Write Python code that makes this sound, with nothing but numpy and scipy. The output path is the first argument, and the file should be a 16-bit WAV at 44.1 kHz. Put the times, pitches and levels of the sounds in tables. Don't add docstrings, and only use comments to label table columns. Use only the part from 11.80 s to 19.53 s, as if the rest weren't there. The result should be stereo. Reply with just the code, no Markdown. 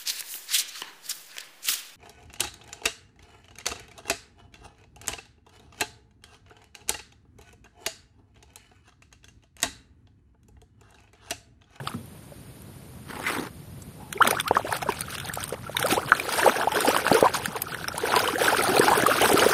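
import sys
import numpy as np
from scipy import signal
from scipy.fft import rfft, irfft, next_fast_len
from scipy.io import wavfile
from scipy.ndimage import uniform_filter1d, map_coordinates

SR = 44100
rng = np.random.default_rng(int(sys.argv[2]) if len(sys.argv) > 2 else 0)


def amplitude_ratio(level_db):
    exponent = np.asarray(level_db, float) / 20
    return 10 ** exponent


def waveform_to_disk(signal):
    frames = np.transpose(np.atleast_2d(signal))
    scaled = np.clip(frames, -1, 1) * 32767
    samples = np.round(scaled).astype(np.int16)
    wavfile.write(sys.argv[1], SR, samples)


N = 340893


def unit(x):
    return x / np.sqrt(np.mean(x ** 2) + 1e-20)


def along(points, hz):
    f, v = np.transpose(points)
    return np.interp(np.log(hz + 1), np.log(f + 1), v)


def gains(*tables):
    t, total = np.arange(N) / SR, 0
    for rows in tables:
        s, *columns = np.transpose(rows)
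        total = total + np.array([amplitude_ratio(np.interp(t, s, db, -120, -120)) for db in columns])
    return total


def wobble(rate):
    knots = rng.standard_normal(int(N * rate / SR) + 4)
    return map_coordinates(knots, [np.arange(N) * rate / SR])


def filtered(x, response):
    m = next_fast_len(N + 8192)
    return irfft(rfft(x, m) * response(np.fft.rfftfreq(m, 1 / SR)), m)[..., :N]


def rush(spectrum, lag_s, patchy_db):
    z = signal.stft(rng.standard_normal((2, N)), nperseg=256)[2]
    patches = uniform_filter1d(rng.standard_normal(z.shape[1:]), size=6, axis=0)
    patches = uniform_filter1d(patches, size=5, axis=1)
    pair = signal.istft(z * amplitude_ratio(patchy_db * unit(patches)), nperseg=256)[1][:, :N]

    def mid_and_side(hz):
        coherence = .97 * np.exp(-.5 * (2 * np.pi * hz * lag_s) ** 2)
        turn = np.arccos(coherence) / 2
        return amplitude_ratio(along(spectrum, hz)) * [np.cos(turn), np.sin(turn)]

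    mid, side = filtered(pair, mid_and_side)
    return unit(np.array([mid + side, mid - side]))


def bubbles(s, db, first_hz, last_hz, swell_s, fade_s, lag_s, size):
    columns = (s, db, first_hz, last_hz, swell_s, fade_s)
    s, db, first_hz, last_hz, swell_s, fade_s = (np.asarray(v, float)[:, None] for v in columns)
    place = rng.standard_normal((len(s), 2))
    start = np.round((s - 2 * swell_s) * SR).astype(int) + np.arange(size)
    glide = (last_hz - first_hz) / (.75 * (swell_s + fade_s))
    top = 1.6 * (swell_s + fade_s)
    out = []
    for side in (.5, -.5):
        t = start / SR - s - side * lag_s * place[:, :1]
        swelling = -.8 * t / swell_s + (t / swell_s / 1.3) ** 8
        fading = .6 * t / fade_s + .4 * (t / fade_s) ** 3
        shape_db = -8 * np.where(t < 0, swelling, fading)
        since = t + swell_s
        cycles = first_hz * since + glide * np.where(since < top, since ** 2 / 2, top * (since - top / 2))
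        wave = amplitude_ratio(db + shape_db + 0.5 * side * place[:, 1:]) * np.sin(2 * np.pi * cycles)
        out.append(np.bincount(np.clip(start, 0, N).ravel(), wave.ravel(), N + 1)[:N])
    return np.array(out)


def swarm(count, low_hz, high_hz, cycles, rise, spread_db, size):
    u = rng.random((count, 5))
    hz = low_hz * (high_hz / low_hz) ** u[:, 1]
    life = cycles * (0.4 + 1.272 * u[:, 2]) / hz
    db = -spread_db * np.log(1 - .94 * u[:, 3]) + 10 * np.log10(hz / life / hz ** .5)
    last_hz = hz * (1 + rise * u[:, 4])
    return unit(bubbles(u[:, 0] * N / SR, db, hz, last_hz, 0.395 * life, life, lag_s=.00012, size=size))


# frequency in Hz, level in dB.
FIELD_SPECTRUM = [(15, -49), (25, -26), (78, -5), (135, -2.5), (309, -14), (1740, -28.5), (4900, -32),
                  (5600, -35.5), (7800, -35.5), (9400, -25.5), (10500, -29.5), (12500, -34.5), (15300, -43),
                  (16000, -60)]
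# time in seconds, level in dB.
TRAFFIC_HUM = [(0.0, -52), (1.698, -50), (2.466, -48), (4.165, -46.5), (4.488, -54), (5.41, -49.5),
               (6.615, -48.5), (7.728, -44.5)]


def field():
    far = rush(FIELD_SPECTRUM, lag_s=0.00051, patchy_db=1.24)
    low = filtered(far, lambda f: 1 / (1 + (f / 250) ** 4))
    wing = np.sin(np.pi * 142 * np.arange(N) / SR) ** 4
    buzz = filtered(rng.standard_normal((2, N)), lambda f: np.exp(-.5 * ((f - 11800) / 260) ** 2))
    hum = gains(TRAFFIC_HUM)[0] * amplitude_ratio(6.5) * low
    return hum + amplitude_ratio(-43.0) * (far - low) + amplitude_ratio(-60.5 + wobble(0.22)) * unit(wing * buzz)


# frequency in Hz, reverberation time T60 in seconds.
YARD_DECAY = [(300, 0.082), (2000, 0.083), (10000, 0.041)]


def yard(x):
    hz, t, z = signal.stft(rng.standard_normal((2, SR // 5)), SR, nperseg=128)
    tail = signal.istft(z * amplitude_ratio(-60 * t / along(YARD_DECAY, hz)[:, None]), SR, nperseg=128)[1]
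    return signal.fftconvolve(x, tail / np.linalg.norm(tail[0]), axes=1)[:, :N]


# time in seconds, peak in dB, mode in Hz, T60 in seconds.
TAPS = [(0.0033, -30, 143, 0.24), (0.14, -30, 110, 0.29), (.141, -25, 235, 0.19), (.139, -29, 1300, 0.027),
        (0.034, -25.5, 420, 0.025), (.115, -31, 1300, 0.035), (.094, -35, 10000, .03),
        (1.465, -18, 2100, 0.1), (0.52, -33, 570, 0.044), (3.895, -20.5, 710, 0.024),
        (6.043, -19, 1490, 0.021), (0.074, -13, 3280, 0.0042), (2.2, -42, 820, 0.47),
        (6.89, -16.5, 370, 0.24), (0.258, -38, 12000, 0.01), (.82, -33, 11500, .008),
        (4.255, -26, 140, 0.12), (2.021, -34, 8000, .03), (3.087, -20.5, 256, 0.063),
        (5.28, -32, 150, 0.09), (5.68, -18.5, 206, 0.046), (7.235, -5, 360, 0.019)]


def knocks():
    out, t = np.zeros((2, N)), np.arange(SR // 5) / SR
    for s, db, hz, t60 in TAPS:
        drift = np.cumsum(rng.standard_normal(len(t))) * 0.75 * np.sqrt(hz / SR)
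        contact = 1 - np.exp(-(t * hz / 0.5) ** 2)
        tap = amplitude_ratio(db - 60 * t / t60) * contact * np.sin(2 * np.pi * hz * t + drift)
        out[:, round(s * SR):][:, :len(t)] += tap
    return out


# frequency in Hz, level in dB.
BASKET_SPECTRUM = [(110, -47), (180, -33), (244, 0.5), (425, -4), (627, -13), (882, -5), (2010, -3.5),
                   (3000, -17), (3900, -23), (6600, -120)]
# frequency in Hz, level in dB.
FOAM_SPECTRUM = [(500, -57), (1300, 0.5), (2000, -3), (4600, -5.5), (6600, -10.5), (7200, -13),
                 (8850, -6.5), (12000, -11.5), (14900, -16.5), (16300, -24)]
# time in seconds, pressure in dB, sliding speed from 0 to 1.
TOY_DRAG = [
    (1.251, -62, 0.2),
    (1.303, -41.5, 0.43),
    (1.341, -41.5, 0.12),
    (1.421, -35.5, 0.12),
    (1.471, -44, 0.82),
    (1.519, -31, 0.4),
    (1.616, -32, 0.03),
    (1.672, -42, 0.22),
    (1.698, -56, 0.1),
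]


def drag():
    s, pressure_db, speed = np.transpose(TOY_DRAG)
    shell_db = pressure_db - 12 + 33 * speed
    grit_db = pressure_db - 7.5 + 21.5 * speed
    rub, shell, grit = gains(np.transpose([s, pressure_db, shell_db, grit_db]))
    slips = amplitude_ratio(2.8 * wobble(230) + 1.1 * wobble(40))
    scrape = slips * rush(BASKET_SPECTRUM, lag_s=.00015, patchy_db=2)
    dull = filtered(scrape, lambda f: 1 / (1 + (f / 1100) ** 6))
    gritty = slips * rush(FOAM_SPECTRUM, lag_s=0.00013, patchy_db=-3.0)
    return rub * unit(dull) + shell * unit(scrape - dull) + grit * unit(gritty)


# time in seconds, effort in dB.
STIR_EFFORT = [(2.29, -65), (2.44, -29), (2.55, -31.5), (2.64, -44.5), (3.68, -42), (3.77, -46.5),
               (3.93, -45), (3.98, -32), (4.3, -35), (4.68, -25), (4.9, -42), (5.1, -24), (5.5, -34),
               (6.03, -39), (6.3, -35), (6.575, -28), (6.63, -25.5), (7.73, -24.5)]
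# crest in seconds, crest level in dB, ebb in seconds,
# spray over churn in dB.
STROKE_WAVES = [(0.001, -32, 0.02, -26), (0.086, -35.5, 0.1, 2), (2.479, -50, 0.039, -19),
                (2.591, -31.5, 0.088, 0.5), (2.768, -30.5, 0.1, -6), (2.861, -29.5, 0.034, -3.5),
                (2.94, -28, 0.072, 1.5), (3.029, -21.5, 0.017, -1), (3.103, -27, 0.042, -4),
                (3.405, -54, 0.52, 14), (3.736, -33.5, 0.028, -10), (4.117, -29, 0.068, 6),
                (4.53, -54, 0.19, 16), (4.684, -22, 0.03, -17), (4.793, -24.5, 0.12, -12),
                (4.965, -22, 0.1, -5), (5.084, -22.5, 0.049, -4.5), (5.343, -27, 0.12, -6),
                (5.449, -22, 0.072, -20), (5.549, -32, 0.092, 4), (5.767, -26, 0.027, -7),
                (5.934, -32.5, 0.031, -9), (6.088, -27, 0.021, -12), (6.253, -34, 0.074, 4),
                (6.371, -23, 0.17, -6.5), (7.11, -31, 0.52, -26), (7.444, -30, 0.086, -0.5),
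                (7.601, -23.5, 0.1, -5)]
# time in seconds, dip in dB, half length in seconds.
HAND_TURNS = [
    (2.624, -30, 0.0096),
    (5.229, -9, 0.014),
    (5.526, -6, 0.025),
    (6.572, -8, 0.011),
    (7.253, -9, 0.0048),
]


def stirring():
    t = np.arange(N) / SR
    both = gains(STIR_EFFORT) * amplitude_ratio([[0], [-3]])
    ebb_db, build, crest = 37, 0.87, 1.45
    for s, db, ebb_s, spray_db in STROKE_WAVES:
        away = np.where(t < s, (s - t) / build, t - s) / ebb_s
        both = both + amplitude_ratio(db - ebb_db * away ** crest) * amplitude_ratio([[0], [spray_db]])
    dip_db = sum(db * np.exp(-((t - s) / half_s) ** 2) for s, db, half_s in HAND_TURNS)
    return both * amplitude_ratio(dip_db)


# frequency in Hz, level in dB.
TUB_SPECTRUM = [(71, -41), (120, -23.5), (424, -2), (623, -4.5), (806, -3), (1110, -9.5), (1550, -7),
                (1930, -18), (2600, -19), (3380, -15), (5720, -120)]


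def slosh():
    churn, spray = stirring()
    busy = np.clip(uniform_filter1d(spray, size=9000) / amplitude_ratio(-30), 0, 1)
    surge = wobble(28)

    gurgle = swarm(count=2900, low_hz=150, high_hz=2600, cycles=4.4, rise=.45, spread_db=2.9, size=1500)
    gurgle = unit(filtered(gurgle, lambda f: amplitude_ratio(along(TUB_SPECTRUM, f))))
    body = gurgle + amplitude_ratio(-12 + 4 * busy) * rush(TUB_SPECTRUM, lag_s=.00014, patchy_db=3)
    deep = filtered(body, lambda f: 1 / (1 + (f / 1000) ** 6))
    body = body - deep + amplitude_ratio(-11.0 + 5.9 * busy) * deep

    fizz = swarm(count=6500, low_hz=2000, high_hz=15500, cycles=2.4, rise=.15, spread_db=5, size=260)
    fizz = unit(filtered(fizz, lambda f: amplitude_ratio(along(FOAM_SPECTRUM, f))))
    foam = fizz + amplitude_ratio(-5 + 9 * busy) * rush(FOAM_SPECTRUM, lag_s=.00012, patchy_db=4)

    body = unit(body * amplitude_ratio((1 - .5 * busy) * (1.8 * surge + 1.2 * wobble(18))))
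    foam = unit(foam * amplitude_ratio((1.8 - 1.2 * busy) * (2.8 * surge + 1.8 * wobble(60))))
    return amplitude_ratio(-1.5) * churn * body + amplitude_ratio(-0.5) * spray * foam


# time in seconds, peak in dB, ring in Hz.
FALLING_DROPS = [(0.075, -24, 4270), (2.327, -21, 3060), (2.4217, -15.5, 2930), (2.447, -19.5, 3450),
                 (2.473, -13, 3440), (2.5992, -13.5, 3270), (2.6793, -14.5, 2610), (3.019, -28, 3470),
                 (3.3515, -22, 2550), (3.3818, -18, 3330), (3.4, -20.5, 3300), (3.629, -23.5, 3030),
                 (3.968, -11.5, 3500), (4.0264, -13.5, 3330), (4.398, -16, 2260), (4.766, -20.5, 2500),
                 (4.919, -21, 3020), (4.949, -16.5, 3140), (5.164, -16.5, 2830), (5.254, -25, 4580),
                 (5.28, -19, 2550), (5.328, -16.5, 4300), (5.657, -18.5, 4140), (5.945, -24.5, 3700),
                 (6.083, -14.5, 5270), (6.362, -9.5, 4300), (6.392, -16, 4650), (6.476, -16, 2850),
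                 (6.5986, -27, 3080), (7.4356, -19, 3260)]
# time in seconds, peak in dB, ring in Hz.
FLUNG_DROPLETS = [(2.5083, -5.5, 8840), (2.925, -18.5, 9500), (3.1925, -23, 9000), (3.2078, -14.5, 9100),
                  (3.457, -28.5, 6100), (3.488, -21.5, 8900), (3.5374, -14.5, 7250), (3.556, -20.5, 11500),
                  (3.6387, -16.5, 8200), (3.6787, -22.5, 8650), (3.996, -12, 8440), (4.061, -13, 8340),
                  (5.006, -11.5, 8200), (5.543, -17, 6240), (5.762, -23, 6130), (5.8198, -9.5, 12400),
                  (6.18, -15.5, 9830), (6.9935, -10.5, 8530), (7.266, -10.5, 11200), (7.417, -13.5, 11400),
                  (7.5325, -11.5, 11200)]
# time in seconds, peak in dB, ring in Hz.
WAVE_SPATTER = [(3.1217, -22, 2230), (3.217, -22, 4270), (3.604, -27, 5770), (4.0696, -19, 4570),
                (4.1075, -18.5, 2360), (4.3498, -20, 4000), (6.3536, -21, 3200), (6.4418, -19.5, 2850),
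                (6.4837, -21.5, 4850), (6.521, -31, 2360), (6.6134, -20, 2840), (6.646, -22, 3450),
                (6.6582, -21, 3300), (6.7703, -19, 2820), (6.7829, -17.5, 2280), (6.8805, -20, 4310),
                (6.9674, -17, 2350), (6.9817, -13.5, 3950), (7.0828, -20, 2180), (7.594, -13.5, 2700)]
# time in seconds, peak in dB, ring in Hz.
WAVE_MIST = [(2.3271, -23, 9800), (2.475, -10.5, 12000), (2.6087, -17.5, 8700), (2.966, -21, 8500),
             (3.6921, -24, 9300), (4.0849, -21, 8870), (4.119, -16.5, 13870), (4.524, -17.5, 5850),
             (5.058, -18, 9220), (5.089, -17, 11070), (5.1736, -16, 8900), (5.3427, -17, 9560),
             (5.3455, -17.5, 6340), (5.41, -15.5, 9400), (5.657, -23, 12530), (6.2662, -23, 9800),
             (6.3728, -23, 10250), (6.643, -19, 9600), (6.8234, -16.5, 7900), (6.837, -16, 9000),
             (6.8944, -21, 8610), (6.959, -16, 8870), (7.1017, -18.5, 10900), (7.1766, -15, 12060),
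             (7.2217, -20.5, 9000), (7.5144, -18, 8600), (7.578, -15.5, 12100), (7.6897, -14, 15460)]


def drops():
    large = FALLING_DROPS + FLUNG_DROPLETS
    s, db, hz = np.transpose(large + WAVE_SPATTER + WAVE_MIST)
    crack_db = db + np.repeat([7.5, 7, 9.5], [len(large), len(WAVE_SPATTER), len(WAVE_MIST)])
    ring = bubbles(s + 0.0014, db + 1.0, hz, 1.077 * hz, 2.74 / hz, 6 / hz, lag_s=0.00023, size=500)

    t = np.arange(900) / SR / .0012
    crack = t ** 2 * np.exp(-1.3 * t)
    burst = np.zeros((2, N + 900))
    for at, level_db, small in zip(s, crack_db, hz > 6000):
        burst[int(small), round((at - .001) * SR):][:len(t)] += amplitude_ratio(level_db) * 0.82 * crack
    spray = rush(FOAM_SPECTRUM, lag_s=.00012, patchy_db=2)
    bright = filtered(spray, lambda f: 1 / (1 + (6500 / (f + 1)) ** 4))
    return ring + burst[0, :N] * (spray - 0.18 * bright) + burst[1, :N] * (bright + 0.29 * spray)


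# peak in seconds, level in dB, first pitch in Hz,
# life in ms.
SLAPPED_POPS = [(2.4536, -12.5, 1250, 1.4), (2.476, -15.5, 1270, 5.4), (2.5298, -16, 774, 5.1),
                (2.7116, -7, 810, 2.6), (2.7121, -18.5, 430, 10.6), (2.7536, -18, 1600, 4.5),
                (2.7701, -4.5, 1075, 6), (3.497, -21, 1560, 6.1), (3.575, -20, 754, 2.8),
                (4.0474, -18.5, 481, 20), (4.17, -19.5, 765, 24), (4.321, 0, 1440, 2.8),
                (4.327, -7.5, 1200, 5), (4.6636, -8, 753, 7.9), (4.875, -11.5, 733, 9.5),
                (5.05, -16, 740, 9.2), (5.0973, -18, 698, 18), (5.1655, -12.5, 990, 4),
                (5.267, -9, 1370, 1.4), (5.3167, -5.5, 720, 3.1), (5.3181, -11.5, 270, 8.1),
                (5.444, -13, 910, 9.8), (5.659, -16.5, 1670, 2.2), (6.487, -17, 990, 7.7),
                (6.729, -15.5, 694, 18.6), (6.977, -10.5, 700, 4.2), (6.999, -7.5, 406, 7.3),
                (7.1164, -12, 744, 16), (7.285, -19, 385, 35.4), (7.5457, -11, 335, 13)]
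# peak in seconds, level in dB, first pitch in Hz, life in ms.
SAGGING_POCKETS = [(0.075, -19.5, 1340, 4.6), (2.4554, -20, 746, 6.7), (2.4747, -21.5, 640, 6.5),
                   (2.5103, -12.5, 2500, 1.4), (2.926, -15.5, 1860, 3.3), (3.091, -12.5, 1083, 4.6),
                   (3.726, -21.5, 544, 5), (4.0293, -23.5, 1770, 2.7), (4.126, -15.5, 386, 7.2),
                   (4.1326, -21, 810, 19), (4.633, -8.5, 1800, 1.7), (4.6965, -6.5, 1560, 1.7),
                   (5.1476, -11.5, 1390, 2.1), (5.3525, -12, 493, 21), (5.428, -4, 574, 2.9),
                   (5.4609, -9, 1088, 12.7), (6.079, -22, 1670, 2.3), (6.3413, -7, 1210, 1.6),
                   (6.682, -10.5, 1685, 7.6), (7.014, -12, 1840, 7.1), (7.083, -9.5, 1640, 2.8),
                   (7.084, -13, 910, 17.6), (7.1328, -11.5, 1045, 8.4), (7.2651, -9, 1310, 7.5),
                   (7.5191, -15, 468, 13), (7.6657, -6.5, 536, 5.7)]
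# peak in seconds, level in dB, first pitch in Hz,
# life in ms, pitch rise as a share.
SLOW_GULPS = [(2.378, -26, 2150, 2.7, 0.057), (2.408, -26, 440, 12, 0.11), (2.425, -17, 2950, 4, .03),
              (2.681, -22, 2720, 5, 0.14), (5.44, -16.5, 387, 18, .3), (2.446, -28, 265, 10.8, 0.033),
              (2.477, -26, 227, 22.4, .05), (4.7, -22.5, 248, 9, 0.089), (4.98, -20, 450, 13, -0.011),
              (5.083, -14, 290, 10.8, 0.04), (4.925, -22, 854, 14, 0.0053), (2.415, -8.5, 848, 15.5, 0.7),
              (2.424, -7, 1410, 6.7, -0.032), (2.675, -20.5, 1074, 29, 0.28), (2.854, -24, 397, 14, 0.65),
              (2.364, -29, 372, 18, 0.1), (2.895, -25, 600, 7.6, 0.19), (2.9292, -15, 1040, 7, -0.25),
              (3.0301, -23.5, 672, 12, 0.2), (3.096, -18.5, 434, 11.7, -0.12),
              (3.283, -35, 1250, 6, -0.048), (3.328, -31, 1240, 7.3, 0.25), (3.518, -35, 1360, 6, 0.058),
              (3.741, -25.5, 520, 4.6, -0.062), (4.18, -14.5, 440, 5.2, 0.13),
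              (4.595, -15.5, 955, 6.8, 0.019), (4.651, -16.5, 430, 10.7, -0.1), (5.547, -20, 880, 7, 0.23),
              (4.6778, -5, 520, 5.36, 0.042), (5.087, -11, 432, 8.9, 0.16), (6.2416, -17, 405, 11.8, 0.17),
              (6.37, -14.5, 1007, 17, -0.023), (6.4401, -18, 1010, 6.7, 0.015),
              (7.179, -13, 430, 11.4, -0.042), (7.4356, -15.5, 543, 21, 0.54),
              (7.576, -13.5, 1280, 6.7, 0.025)]
# peak in seconds, level in dB, first pitch in Hz,
# life in ms, pitch rise as a share.
FROTH_BLIPS = [(2.4663, -12, 2160.0, 1.4, 0.03), (2.5123, -18.5, 490.0, 6.1, -0.0031),
               (2.5716, -20.5, 1230.0, 5.9, 0.18), (2.5876, -19, 1720.0, 2.3, 0.016),
               (2.797, -18, 700, 2.8, -.1), (2.849, -19, 446, 4.2, 0.019),
               (2.9141, -23.5, 820.0, 6.1, 0.096), (3.0643, -24.0, 550.0, 10, 0.11),
               (3.238, -33.5, 1380, 7.3, 0.03), (3.584, -25.5, 1300.0, 6.1, 0.0099),
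               (3.8689, -30, 1360, 8.4, -0.00088), (3.9507, -25.5, 960.0, 7.3, -0.0019),
               (4.0612, -18.5, 1410, 5.5, -0.12), (4.4818, -20, 490.0, 4.2, -0.0086),
               (4.4916, -18, 1380.0, 4.1, -0.032), (4.6913, -15, 800.0, 4, -0.19),
               (5.078, -13.5, 1350, 3.3, 0.12), (5.281, -17, 1660, 3.4, 0.017),
               (5.7566, -21, 1030, 3.1, -0.051), (5.8711, -26, 1330.0, 4.7, -0.014),
               (5.9214, -26, 1500.0, 2.9, -0.15), (5.9472, -19.5, 1370, 2.7, 0.32),
               (6.1199, -28, 1380.0, 8.0, -0.01), (6.145, -22.5, 540.0, 3.3, 0.11),
               (6.181, -22.5, 800, 7.4, 0.25), (6.2566, -18.5, 1540.0, 3.2, 0.018),
               (6.4578, -12, 1370, 2.9, 0.083), (6.5596, -22, 440, 19, 0.19),
               (6.558, -16, 1740, 2.5, -0.05), (6.538, -22, 273, 10.7, 0.16),
               (6.6174, -15.5, 514, 6.9, 0.013), (6.7477, -12.5, 1640, 3.3, -0.16),
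               (6.794, -16, 1400, 6.8, -0.056), (6.811, -16, 2170, 2.7, -0.1),
               (6.955, -18.5, 436, 15, 0.18), (6.9684, -16.5, 1340.0, 5.8, 0.026),
               (7.1568, -21, 1540.0, 4.9, 0.073), (7.2385, -18, 1690, 5.6, -0.0033),
               (7.3155, -13.5, 1070, 5.8, 0.38), (7.34, -15.5, 1250, 3.2, 0.15),
               (7.4157, -12.5, 430.0, 4.5, -0.037), (7.4204, -23, 2200.0, 2.4, -0.081),
               (7.4511, -15.5, 790, 7.8, 0.17)]


def pockets():
    onset_ms = 0.58
    pops = [(*row, 0.053 + 0.016 * row[-1], 0.144 + onset_ms / row[-1]) for row in SLAPPED_POPS]
    sags = [(*row, -0.11, 0.153 + onset_ms / row[-1]) for row in SAGGING_POCKETS]
    gulps = [(*row, 0.524) for row in SLOW_GULPS]
    blips = [(*row, 0.35) for row in FROTH_BLIPS]
    s, db, hz, life_ms, rise, swell = np.transpose(pops + sags + gulps + blips)
    life = life_ms / 1000
    swell = np.minimum(swell, .8) * life
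    ring = bubbles(s, db, hz, hz * (1 + rise), swell, life - swell, lag_s=.00009, size=5000)

    k = len(pops + sags)
    low_hz = 0.98 * hz[:k]
    thump_s = 0.97 / low_hz
    shut_s = (s - swell)[:k]
    return ring + bubbles(shut_s, db[:k] - 2, low_hz, low_hz, thump_s / 4, thump_s, lag_s=.00009, size=900)


def scene():
    near = pockets() * amplitude_ratio(wobble(300)) + drops() + knocks()
    water = near + amplitude_ratio(-12.5) * yard(near) + slosh() + drag() * amplitude_ratio([[1.4], [-1.4]])
    return filtered(water, lambda f: 1 / (1 + (70 / (f + 1)) ** 4)) + field()


def starved(x):
    hz, _, z = signal.stft(x, SR, nperseg=1536)
    power = uniform_filter1d(np.sum(np.abs(z) ** 2, 0), size=8, axis=0)
    power = power[np.arange(len(hz)) // 8 * 8]
    kept = (power > .55 * uniform_filter1d(power, size=90, axis=0)) | (hz[:, None] < 4200)
    return signal.istft(z * kept, nperseg=1536)[1][:, :N]


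def top_cut(x):
    return signal.sosfilt(signal.butter(12, 16530, fs=SR, output="sos"), x)


def record(dry):
    ports = [(3000, -0.17), (8000, 1.5), (15000, -2.5)]  # (Hz, left boost dB)
    top_hz = 15700
    x = filtered(dry, lambda f: amplitude_ratio([[1], [-1]] * along(ports, f)) / (1 + (f / top_hz) ** 200))
    x = starved(x)
    x = x / (1 + np.abs(x) ** 8) ** (1 / 8)
    return top_cut(x)


dry = scene()
out = record(dry)
waveform_to_disk(out)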